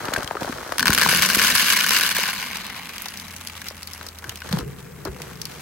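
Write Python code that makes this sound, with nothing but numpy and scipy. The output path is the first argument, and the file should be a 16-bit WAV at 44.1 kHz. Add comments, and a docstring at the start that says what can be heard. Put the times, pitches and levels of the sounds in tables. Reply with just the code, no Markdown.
"""Dry feed pellets pour from a paper sack into a plastic bowl, heard close by in stereo.
Each impact is a shaped noise burst: ticks and ringing wall modes first, then duller knocks on the heap.
Loose pellets land hard on the plastic or click on the heap as the pour swells, thins and picks up again.
The sack crumples, rustles, snaps and creases; two hitches boom in its hollow through resonant modes.
Behind lie coloured noise for still air and a faint, slowly sinking sine hum."""
import sys
import numpy as np
from scipy import signal
from scipy.fft import rfft, irfft
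from scipy.io import wavfile
from scipy.ndimage import uniform_filter1d

SR = 44100
rng = np.random.default_rng(int(sys.argv[2]) if len(sys.argv) > 2 else 0)


def transcribe(signal):
    """Save signal, clipped to [-1, 1], as a 16-bit WAV file at the path in sys.argv[1]."""
    frames = np.atleast_2d(signal).T
    limited = np.clip(frames, -1, 1)
    pcm = np.round(limited * 32767).astype(np.int16)
    wavfile.write(sys.argv[1], SR, pcm)


N = 247401

# Flow of the stream: time_s, collisions_per_s, level_db
FLOW = [(0.78, 190, -27), (0.93, 380, -13), (1.079, 474, -3), (1.6, 590, -4), (2.199, 710, -2),
        (3.4, 616, -1.1), (3.799, 420, -6), (4.15, 240, -11.5), (4.4, 220, -8.5), (4.748, 320, -13.5),
        (5.3, 490, -10.5), (5.61, 930, -8)]
# Clumps sliding off the sack's lip, and lulls: start_s, hold_s, change_db
CLUMPS = [(1.083, 0.024, 5), (1.121, 0.043, 3), (1.221, 0.011, 6), (1.253, 0.0079, 6.5),
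          (1.27, 0.0087, -11), (1.358, 0.0072, -2.5), (1.385, 0.048, 3), (1.435, 0.078, 4.5),
          (1.522, 0.0076, -3.5), (1.546, 0.015, 7.5), (1.572, 0.054, 4.5), (1.626, 0.0061, 0),
          (1.641, 0.063, 4), (1.7, 0.047, 4), (1.754, 0.056, 2.5), (1.848, .011, -5), (1.916, 0.042, 3.5),
          (1.959, 0.021, 4), (2.003, 0.036, 2.5), (2.058, 0.0183, 2), (2.079, 0.045, 1.5),
          (2.121, 0.011, -5), (2.177, 0.062, 3.5), (2.239, 0.067, 2.5), (2.385, 0.071, 2),
          (2.523, 0.056, 2), (2.753, 0.029, 4), (3.642, 0.031, 6), (3.895, 0.093, 5.5)]
# Pellets striking the plastic hard: start_s, level_db (before the gains), wall_over_tick_db (before the gains)
HARD_HITS = [(0.7816, -3, -13), (0.794, 0.5, -0.5), (0.805, -7, 0), (0.827, -4, 4), (0.856, -2, 2.5),
             (0.869, -0.5, 2), (0.8797, 1.5, 1.5), (0.9033, -2, 3), (0.921, -12, 9), (0.9301, -1, -2),
             (0.9346, -1, -24), (0.9476, 0.5, -15), (0.977, 2, -17), (0.9838, 2, -8), (0.9953, -3, -0.5),
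             (1.007, -8, 2), (1.0132, 0, 2), (1.019, 0.5, -1.5), (1.027, -13, 14), (1.0328, -3.5, 3),
             (1.047, -8, 6), (1.088, -5, 7), (1.115, -7.5, 6), (1.136, -10.5, 8), (1.1823, -7, -2),
             (1.1896, -6.5, 1), (1.221, 2, -14), (1.248, -7, 5), (1.2883, -3, -10), (1.2998, -3.5, 5.5),
             (1.332, -14, 2), (1.3476, 3.5, -8), (1.356, -2.5, -19), (1.395, -0.5, -2), (1.4167, -5, 4),
             (1.4462, -7, 5.5), (1.471, -2.5, -4), (1.552, -4.5, -3), (1.6275, -6, -9), (1.69, -7, -7),
             (1.733, -13, 11.5), (1.7858, -13, 10), (1.82, -10, 3), (1.8416, -14, 12), (1.8631, -4, 0.5),
             (1.8916, -0.5, -12), (1.9072, -1, -14), (1.917, -10, 5.5), (1.9657, -1, 1), (2.015, -8.5, 5.5),
             (2.0511, -11, 2), (2.1507, -10.5, 2), (2.166, -3, 0), (2.256, -13.5, 6), (2.2886, -9.5, 2),
             (3.616, -18.5, -1), (4.241, -20, 5), (4.293, -24, 2), (4.418, -23, 8.5), (4.473, -27, 1),
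             (4.4897, -20, 0)]
# Single pellets clicking on the heap: start_s, level_db (before the gain), pitch_hz
HEAP_CLICKS = [(2.3542, -31, 2130), (2.3987, -29, 2930), (2.4317, -33, 2130), (2.4496, -30, 2160),
               (2.5692, -22, 2200), (2.6126, -33, 2210), (2.665, -24, 2820), (2.89, -30, 4560),
               (2.9802, -23, 3060), (3.019, -22, 11300), (3.0837, -23, 4870), (3.172, -25, 4800),
               (3.1975, -25, 3040), (3.363, -26, 5800), (3.471, -20.5, 4470), (3.671, -35, 4790),
               (3.684, -20, 4870), (3.8294, -25, 4470), (3.8722, -24, 4630), (3.933, -24.5, 5640),
               (4.0648, -26, 4950), (4.0857, -26.5, 4430), (4.1856, -29.5, 4950), (4.2928, -19, 2950),
               (4.356, -26.5, 3170), (4.3717, -32, 5270), (4.5255, -17, 3870), (4.586, -22.5, 2940),
               (5.0501, -24, 4330), (5.2176, -24, 2470), (5.415, -19.5, 5160), (5.453, -20.5, 4540)]
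# Buckling folds of the sack: start_s, peak_db, pitch_hz, width_octaves
CREASES = [(0.084, -15.5, 595, 4.6), (0.119, -18, 570, 0.37), (0.1354, -12, 1700, 1),
           (0.1614, -8, 1570, 0.083), (0.175, -18, 594, 0.44), (0.182, -23.5, 275, 0.96),
           (0.207, -19, 1510, .4), (0.224, -18, 1200, 1.1), (0.276, -15, 3260, 0.2),
           (0.3096, -9.5, 860, 0.61), (0.352, -16, 556, 1.2), (0.369, -16.5, 1280, 0.15),
           (0.4178, -16, 394, 1.3), (0.43, -21, 1000, 0.74), (0.445, -19.5, 590, 1.1),
           (0.476, -20, 810, 0.32), (0.491, -20.5, 262, 0.37), (0.526, -20, 1800, 0.89),
           (0.557, -27, 440, 0.87), (0.583, -21.5, 1530, 0.23), (0.653, -28, 1300, 0.41),
           (0.692, -24, 1100, 0.86), (0.7213, -10, 710, 1.04), (0.8914, -11, 193, 1.3),
           (1.0608, -3, 940, 0.4), (1.127, -16, 517, 0.37), (1.366, -18, 277, 0.9), (2.186, -20, 480, 0.5),
           (3.708, -28.5, 606, 1.2), (4.011, -23.5, 1370, 0.46), (4.527, -18, 690, 1.6),
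           (4.57, -19, 860, 0.3), (5.054, -20, 560, 0.54), (5.07, -27, 850, 1), (5.163, -28.5, 1098, 0.9),
           (5.203, -26.5, 515, 0.53)]
# Heavy jolts of the sack: start_s, peak_db, settled_pitch_hz, rise_s
JOLTS = [(0.894, -25, 62, 0.0078), (1.077, -28, 139, 0.011), (4.276, -33, 106, 0.01),
         (4.511, -21, 139, 0.0041), (4.533, -14, 165.5, 0.0064), (4.551, -23, 125, 0.0069),
         (4.589, -29.5, 267, .007), (4.612, -27, 62.5, 0.0099), (4.628, -29, 370, 0.0022),
         (4.662, -29, 131, 0.019), (5.055, -21, 310, 0.0023), (5.069, -27, 364, 0.0094),
         (5.085, -26.5, 60.3, 0.0088), (5.125, -37.5, 385, 0.0063), (5.205, -34, 142, 0.011)]
# Crisp snaps of the paper: start_s, level_db (before the gain)
SNAPS = [(0.053, -22), (0.137, -12.5), (0.164, -20), (0.181, -22.5), (0.231, -23), (0.244, -22.5),
         (0.2753, -24), (0.431, -24), (0.722, -20.5)]
# Hands flexing the sack: start_s, hold_s, crumple_db, rustle_db
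FLEXES = [(-0.02, 0.26, -30.5, -38.5), (0.254, 0.17, -37, -43.5), (0.406, 0.11, -33, -38),
          (0.517, 0.33, -36, -40), (0.855, 0.69, -36, -30), (3.987, 0.082, -43, -46),
          (4.22, 0.1255, -44, -51), (4.433, 0.067, -41, -42.5), (4.508, .1, -36, -39.5),
          (5.049, .03, -34.5, -48), (5.181, 0.15, -43.5, -48), (5.487, 0.12, -46, -44.5)]
# Hitches of the sack that make its hollow boom: start_s, level_db
HITCHES = [(4.529, -27), (5.055, -34)]
# Modes of the bowl's wall before damping and spread: mode_hz, width_hz, level_db
WALL_MODES = [(1050, 104, -5), (1504, 74, 1), (1706, 120, 1), (2175, 126, -4), (2520, 570, -8.5),
              (2940, 44, 0), (3500, 340, -10), (4287, 48, 1), (4826, 116, -1.5)]
# Modes of the bowl's bottom: mode_hz, width_hz, level_db
BOTTOM_MODES = [(70, 26, -6), (191, 28.5, 2.5), (256, 33, -1), (476, 128, -10.5)]
# Modes of the sack's hollow: mode_hz, width_hz, level_db
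SACK_MODES = [(72, 45, -14), (137, 24, 0.5), (177, 49, -4.5), (392, 58, -13), (475, 33, -10)]
# Spectrum of a pellet's tick: frequency_hz, density_db
TICK_SPECTRUM = [(100, -23), (400, -11.5), (700, -10), (1200, -1), (2200, 0.5), (3400, 0), (5200, 0),
                 (6300, -1), (7500, -8), (9200, -3), (11600, -4.5), (13200, -3.5), (15600, -9)]
# Spectrum of a knock on the heap: frequency_hz, density_db
HEAP_SPECTRUM = [(200, -28), (500, -16.5), (850, -0.5), (1400, -9), (1800, -2.5), (2150, 1.5), (2900, -8.5),
                 (4000, -2), (8000, -62)]
# Spectrum of crumpling: frequency_hz, density_db
CRUMPLE_SPECTRUM = [(30, -2), (80, -1.5), (200, 0.5), (450, 3), (800, -0.5), (1600, -0.5), (2200, -9.5),
                    (3000, -29), (8000, -46)]
# Spectrum of dry paper rustle: frequency_hz, density_db
PAPER_SPECTRUM = [(100, -14), (700, -15), (1600, 4), (2900, 2.5), (4500, 3), (6300, 0.5), (8000, -3.5),
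                  (9500, 1.5), (11800, -4), (13500, -4), (15600, -10)]
# Spectrum of still air: frequency_hz, density_db
AIR_SPECTRUM = [(20, -51), (45, -1.5), (70, -2), (170, -7.5), (300, -12.5), (700, -12.5), (1600, -11.5),
                (4000, -28), (8000, -21.5), (16000, -24)]
# Low hum from far off: time_s, pitch_hz, level_db
HUM = [(3.0, 88.3, -67), (3.3, 87.8, -46.5), (3.7, 83.5, -51), (4.1, 81.3, -47.5), (4.5, 79, -45),
       (5.0, 75.3, -50.5), (5.4, 70, -55)]
# Left-right likeness of the microphone pair below the treble: frequency_hz, likeness (-1 to 1)
LIKENESS = [(60, .94), (200, .96), (330, .88), (500, .65), (750, .35), (1100, .7), (1650, .88), (2300, .72),
            (3000, .3), (3600, -.3), (4400, .3), (5600, -.15), (6500, .25), (7500, .25)]
# Level balance of the microphone pair: frequency_hz, left_minus_right_db
BALANCE = [(80, 0.5), (200, 0.5), (450, -1), (900, 1), (1400, 6), (2300, -0.5), (3500, 0), (5600, 6),
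           (7500, 1.5), (9200, -1)]

# microphone pair and band limit
PORT_LAG_S, EDGE_HZ = 11.25 / 44100, 15900
# stream: levels before the flow, the heap and the load act on them
TICK_DB, WALL_DB, HEAP_DB, BOTTOM_DB = -18.5, -24, -24.5, -25.5
CUSHIONED_S, CUSHION_DB = (1.986, 2.69), -20.5  # the heap softens the ticks over this span
COVERED_S, COVER_DB = (2.04, 3.21), -18  # the heap buries the wall and dulls the knocks over this span
LOAD_S, LOAD_DB = 0.47, -8.5  # time in which the load grows by its first weight; level per doubling
BOTTOM_FOLLOW = 0.25  # dB change of the bottom per dB of flow
UNEVEN_DB, HEAP_UNEVEN_DB = -0.5, 2.5  # rms unevenness on bare plastic and on the heap
CLUMP_RISE_S, CLUMP_FALL_S = 0.0026, 0.0063
# pellets: pitches loose and bedded in the heap, and the ring at that pitch
PELLET_HZ, PELLET_SPREAD_OCTAVES = 4773, 1.307
HEAP_HZ, HEAP_SPREAD_OCTAVES = 1865, 0.803
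PELLET_RING_DB, PELLET_OCTAVES = 9, .11
SLAP_S, SLAP_DB = .0025, -8  # the second end: lag before a random factor, and relative level
# place of impact: spread of mode level and frequency, before the variety factor
MODE_SPREAD_DB, MODE_SPREAD_HZ = 5, 49
# hard hits and clicks
HIT_TICK_DB, HIT_KNOCK_DB = 8.5, 6.5  # gains of a hit's two parts
CONTACT_HZ = 3840  # a hit lasts too long to drive the modes above this well
BRIGHT_SPREAD_DB = 1.8  # per octave, from hit to hit
CLICK_SKIRT_DB = -8  # per octave below a click's pitch, for two octaves
CLICK_RING_DB, CLICK_OCTAVES = 1, .35
# sack
FLEX_RISE_S, FLEX_FALL_S = 0.0037, 0.006
BOOM_RISE_S, BOOM_FALL_S = 0.0063, 0.14
SWAYING_S, SWAY_DB = (4.45, 5.61), -42  # between the jolts the sack keeps swaying
KNOCK_SAG = 0.27  # a knock starts this share above its settled pitch
FLEX_WARP_S = .003  # rms time shift of the hollow's sound


def amp(db):
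    """Level law: 20 dB is a factor of ten in amplitude."""
    return 10 ** (np.asarray(db) / 20)


def evened(x):
    """Mean-square normalization: scales to rms 1."""
    return x / np.sqrt(np.mean(x ** 2) + 1e-20)


def read(points, hz):
    """Spectral interpolation on a logarithmic frequency axis."""
    f, value = np.transpose(points)
    return np.interp(np.log(hz + 1), np.log(f + 1), value)


def curves(rows):
    """Linear interpolation in time: every column of a table, sample by sample."""
    s, *columns = np.transpose(rows)
    return [np.interp(np.arange(N) / SR, s, column) for column in columns]


def during(start_s, end_s):
    """Gating: 1 between two times, with soft ends."""
    t = np.arange(N) / SR
    return uniform_filter1d(1. * ((t >= start_s) & (t <= end_s)), size=600)


def swell(s, hold_s, rise_s, fall_s):
    """Build-up and decay: a linear rise at time s, a hold and an exponential fall."""
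    t = np.arange(N) / SR - s
    return np.clip(t / rise_s, 0, 1) * np.exp(-np.clip((t - hold_s) / fall_s, 0, 20))


def add(mix, s, sound):
    """Superposition: adds a stereo sound in place at time s."""
    part = mix[:, max(round(s * SR), 0):][:, :sound.shape[1]]
    part += sound[:, :part.shape[1]]


def bins(size=8192):
    """Discrete spectrum: the frequencies on which short sounds are built."""
    return np.fft.rfftfreq(size, 1 / SR)


def causal(db):
    """Minimum phase: the gain in dB alone fixes the phase, through the Hilbert transform."""
    log_gain = np.log(amp(np.maximum(db, db.max() - 101)))
    mirrored = np.r_[log_gain, log_gain[-2:0:-1]]
    return np.exp(signal.hilbert(mirrored).conj()[:len(db)])


def hump(hz, octaves):
    """Single resonance in dB, its upper skirt steepening far from the centre."""
    away = np.log2((bins() + 1) / hz)
    return -10 * np.log10(1 + (2 * away / octaves) ** 2) - 2 * np.maximum(away, 0) ** 2


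def body(modes):
    """Modal superposition: steep-skirted resonances of alternating sign."""
    f = bins() + 1
    response = 0
    for k, (hz, width, db) in enumerate(modes):
        detuning = (f * f - hz * hz) / (f * 2 * width)
        response = response + (-1) ** k * amp(db) / (1 + 1j * detuning) ** 2
    return response


def ports(z, hz, far_share=.2, treble_likeness=.96):
    """Interaural-style coherence: two unrelated spectra become left and right, treble mostly from the right."""
    turn = np.exp(2j * np.pi * hz * PORT_LAG_S)
    treble = np.clip((hz - 7400) / 1800, 0, 1)
    crossing = min(treble_likeness, 1) * ((1 - far_share) * turn + far_share / turn)
    same = (1 - treble) * np.clip(read(LIKENESS, hz), -1, 1) + treble * crossing
    unlike = np.sqrt(np.maximum(1 - abs(same) ** 2, 0))
    lean = amp(read(BALANCE, hz) / 2)
    return np.array([z[0] * lean, (same * z[0] + unlike * z[1]) / lean])


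def strike(colour, decay_s, lag_cycles, echo_db, push=0, echo_s=0.017, dull_hz=6000):
    """Dispersive impact of energy 1: push, burst and duller wall echoes; bending waves bring treble first."""
    hz = bins()
    t = np.arange(2 * len(hz) - 2) / SR
    near, far = rng.standard_normal((2, 2, len(t)))
    burst = near * np.sqrt(t / decay_s) * np.exp(-t / decay_s)
    burst[0, 0] += push * np.linalg.norm(burst[0])
    echoes = far * (np.exp(-t / echo_s) - np.exp(-4 * t / echo_s))
    echoes *= amp(echo_db) * np.linalg.norm(burst) / np.linalg.norm(echoes)
    bending = np.exp(-2j * np.pi * lag_cycles * np.log(hz + 100))
    source = rfft(burst) + rfft(echoes) / (1 + 1j * hz / dull_hz)
    sound = irfft(ports(source, hz) * colour * bending)
    return sound / np.sqrt(np.sum(sound ** 2) / 2)


def collisions(per_s, spread_db, count=16):
    """Random point process: uneven impulses of steady mean power, dealt out to several kinds of contact."""
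    size = amp(spread_db * np.minimum(rng.exponential(1, N), 3.5)) * (rng.random(N) < per_s / SR)
    power = uniform_filter1d(uniform_filter1d(size ** 2, size=1800), size=1800)
    kind = rng.integers(0, count, N) == np.arange(count)[:, None]
    return size / np.sqrt(np.maximum(power, 1e-4)) * kind


def shower(trains, level, colour, decay_s, lag_cycles, echo_db, variety_db=0):
    """Convolution of impulses with contacts: each train has its own sound, with a varied colour if asked."""
    out = np.zeros((2, N))
    octave = np.log2(bins() / 4000 + .2)
    first, last = np.flatnonzero(trains.sum(0) * level > 1e-6)[[0, -1]]
    for train, tone in zip(trains, np.broadcast_to(colour, (len(trains), len(octave)))):
        own = amp(variety_db * np.sin(2 * octave + 2 * np.pi * rng.random()))
        contact = strike(tone * own, decay_s, lag_cycles, echo_db)[:, :4096]
        impulses = (train * level)[None, first:last + 1]
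        add(out, first / SR, signal.oaconvolve(impulses, contact, axes=1))
    return out


def still_air():
    """Stationary noise: random spectra take the colour and stereo likeness of still air."""
    hz = np.fft.rfftfreq(N, 1 / SR)
    noise = ports(rfft(rng.standard_normal((2, N))), hz)
    return amp(-46.5) * evened(irfft(noise * amp(read(AIR_SPECTRUM, hz)), N))


def distant_hum():
    """Phase accumulation: a sine of slowly sinking pitch, equal in both channels."""
    hum_hz, hum_db = curves(HUM)
    return np.sqrt(2) * amp(hum_db) * np.sin(2 * np.pi * np.cumsum(hum_hz) / SR)


def paper_flexing():
    """Crackling noise: stiff paper crumples in many small folds, rustles and snaps."""
    crumple, rustle = sum(
        amp(dbs)[:, None] * swell(s, hold_s, FLEX_RISE_S, FLEX_FALL_S) for s, hold_s, *dbs in FLEXES)
    paper = causal(read(PAPER_SPECTRUM, bins()))
    trains = collisions(320, spread_db=2, count=12)
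    folds = [causal(read(CRUMPLE_SPECTRUM, bins()) + hump(hz, 1) * .7)
             for hz in np.linspace(90, 1700, len(trains))]
    out = shower(trains, crumple, folds, decay_s=0.00024, lag_cycles=1.2, echo_db=-8)
    trains = collisions(1500, spread_db=3.0, count=8)
    out += shower(trains, rustle, paper, decay_s=0.0011, lag_cycles=0.263, echo_db=-5)
    for s, db in SNAPS:
        snap = strike(paper, decay_s=0.0018, lag_cycles=0.34, echo_db=-25)
        add(out, s, amp(db + 16.0) * snap)
    return out


def buckling_folds():
    """Snap-through buckling: each fold gives a resonant plop, dispersed so that it falls."""
    out = np.zeros((2, N))
    for s, db, hz, octaves in CREASES:
        plop = strike(causal(hump(hz, octaves)), decay_s=0.0014, lag_cycles=1.5, echo_db=-15, push=2)
        add(out, s, amp(db) * plop / abs(plop).max())
    return out


def knock(hz, rise_s):
    """Damped oscillation: a jolted slack panel swings a few times, sagging in pitch as the paper gives."""
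    age = np.arange(SR // 4) / SR / rise_s
    turns = np.cumsum(hz * (1 + KNOCK_SAG * np.exp(-age))) / SR
    return np.tile(age * np.exp(1 - age) * np.sin(2 * np.pi * turns), (2, 1))


def sack_jolts():
    """Panel excitation: each heavy jolt of the sack sets off one dull knock."""
    out = np.zeros((2, N))
    for s, db, hz, rise_s in JOLTS:
        add(out, s, amp(db) * knock(hz, rise_s))
    return out


def flexed(sound):
    """Frequency modulation by varying delay: the sack changes shape, so its hollow's pitch wanders."""
    t = np.arange(N) / SR
    rates_hz = np.geomspace(1.5, 5, 6)
    wander = evened(sum(np.sin(2 * np.pi * (hz * t + rng.random())) / hz for hz in rates_hz))
    return np.array([np.interp(t + FLEX_WARP_S * wander, t, side) for side in sound])


def hollow_boom():
    """Cavity resonance: hitches and gentle swaying drive the modes of the sack's hollow."""
    booms = [amp(db) * swell(s, 0, BOOM_RISE_S, BOOM_FALL_S) for s, db in HITCHES]
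    drive = np.max([amp(SWAY_DB) * during(*SWAYING_S), *booms], axis=0)
    trains = collisions(900, spread_db=-0.5, count=8)
    boom = shower(trains, drive, body(SACK_MODES), decay_s=0.0002, lag_cycles=0.308, echo_db=-41)
    return flexed(boom)


def heap_clicks():
    """Double impact: each pellet clicks on the heap end by end and rings briefly at its own pitch."""
    out = np.zeros((2, N))
    tick = read(TICK_SPECTRUM, bins())
    for s, db, hz in HEAP_CLICKS:
        below = np.clip(np.log2(hz / (bins() + 1)), 0, 2)
        ring = 1 + amp(CLICK_RING_DB) * causal(hump(hz, CLICK_OCTAVES))
        colour = causal(tick + CLICK_SKIRT_DB * below) * ring
        for late_s, end_db in [(0, db), (SLAP_S * rng.uniform(1, 2), db + SLAP_DB)]:
            click = strike(colour, decay_s=.001, lag_cycles=.9, echo_db=-10)
            add(out, s + 0.00075 + late_s, amp(end_db + 17.5) * click)
    return out


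def pellet(pitch_hz, spread_octaves):
    """Free vibration: a short dry ring whose pitch depends on the pellet's length, drawn at random."""
    hz = pitch_hz * 2 ** (spread_octaves * rng.uniform(-0.979, 1))
    return 1 + amp(PELLET_RING_DB) * causal(hump(hz, PELLET_OCTAVES))


def wall_spot(damping, variety):
    """Modal participation: the place of impact favours some wall modes and shifts them a little."""
    spread = [MODE_SPREAD_HZ, 0, MODE_SPREAD_DB]
    shifts = variety * rng.standard_normal((len(WALL_MODES), 3)) * spread
    return body(np.array(WALL_MODES) * [1, damping, 1] + shifts)


def hard_hits():
    """Finite contact time: a pellet clacks and knocks the wall; its other end slaps down just after."""
    out = np.zeros((2, N))
    for s, db, ring_db in HARD_HITS:
        bright_db = 0.51 + BRIGHT_SPREAD_DB * rng.standard_normal()
        colour = causal(read(TICK_SPECTRUM, bins()) + bright_db * np.log2(bins() / 5000 + 0.076))
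        # the pellet damps the wall while it touches
        wall = wall_spot(damping=1.42, variety=0.51) / (1 + 1j * bins() / CONTACT_HZ) ** 2
        for late_s, end_db in [(0, db), (SLAP_S * rng.uniform(0.513, 2), db + SLAP_DB)]:
            tick = amp(end_db + HIT_TICK_DB) * strike(colour, decay_s=.0007, lag_cycles=.6, echo_db=-13)
            wall_knock = strike(wall, decay_s=.0004, lag_cycles=.4, echo_db=-13, push=1.8)
            add(out, s + .0005 + late_s, tick + amp(end_db + ring_db + HIT_KNOCK_DB) * wall_knock)
    return out


def pellet_stream():
    """Granular impact noise: clumped pellets clack and ring the bowl until the heap covers its wall."""
    t = np.arange(N) / SR
    per_s, level_db = curves(FLOW)
    start_s, end_s = FLOW[0][0], FLOW[-1][0]
    pouring = during(start_s, end_s)
    cushioned = np.interp(t, CUSHIONED_S, [0, 1])
    covered = np.interp(t, COVERED_S, [0, 1])
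    load = 1 + np.maximum(t - start_s, 0) / LOAD_S
    knock_db = level_db + COVER_DB * covered

    surge = amp(sum(db * swell(s, hold_s, CLUMP_RISE_S, CLUMP_FALL_S) for s, hold_s, db in CLUMPS))
    uneven = evened(uniform_filter1d(uniform_filter1d(rng.standard_normal(N), size=600), size=300))
    uneven_db = UNEVEN_DB + (HEAP_UNEVEN_DB - UNEVEN_DB) * covered
    trains = collisions(np.maximum(per_s, 50) * surge, spread_db=3.9, count=20) * pouring
    trains = trains * surge * amp(uneven * uneven_db)

    contact = dict(decay_s=.0009, lag_cycles=.8, echo_db=-8)
    tick_rings = [pellet(PELLET_HZ, PELLET_SPREAD_OCTAVES) for _ in trains]
    tick_colours = causal(read(TICK_SPECTRUM, bins())) * tick_rings
    heap_rings = [pellet(HEAP_HZ, HEAP_SPREAD_OCTAVES) for _ in trains]
    heap_colours = causal(read(HEAP_SPECTRUM, bins())) * heap_rings
    wall_colours = [wall_spot(damping=0.75, variety=0.81) for _ in trains]
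    ticks = shower(trains, amp(TICK_DB + level_db + CUSHION_DB * cushioned), tick_colours, **contact)
    wall = shower(trains, amp(WALL_DB + knock_db) * (1 - covered), wall_colours, **contact)
    heap_level = amp(HEAP_DB + knock_db) * np.sqrt(covered)
    heap = shower(trains, heap_level, heap_colours, variety_db=2.0, **contact)

    # the bottom feels the whole stream at once, without its clumps
    weight = collisions(600, spread_db=0.0, count=4) * pouring
    bottom_level = amp(BOTTOM_DB + BOTTOM_FOLLOW * level_db + LOAD_DB * np.log2(load))
    bottom = shower(weight, bottom_level, body(BOTTOM_MODES), decay_s=0.0009, lag_cycles=1.5, echo_db=-5.5)
    return ticks + wall + heap + bottom


def scene():
    """Linear superposition of the background, the sack and the pellets."""
    background = still_air() + distant_hum()
    sack = paper_flexing() + buckling_folds() + sack_jolts() + hollow_boom()
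    pellets = heap_clicks() + hard_hits() + pellet_stream()
    return background + sack + pellets


def record(dry):
    """Saturation and band limiting: loud peaks are rounded off, then bass and top treble are cut."""
    rounded = dry / (1 + (dry / .8) ** 4) ** .25
    bass_cut = signal.butter(2, 38, "highpass", fs=SR, output="sos")
    thinned = signal.sosfilt(bass_cut, rounded)
    band_limit = signal.firwin(401, EDGE_HZ, window=("kaiser", 8), fs=SR)
    return signal.oaconvolve(thinned, band_limit[None], "same")


dry = scene()
out = record(dry)
transcribe(out)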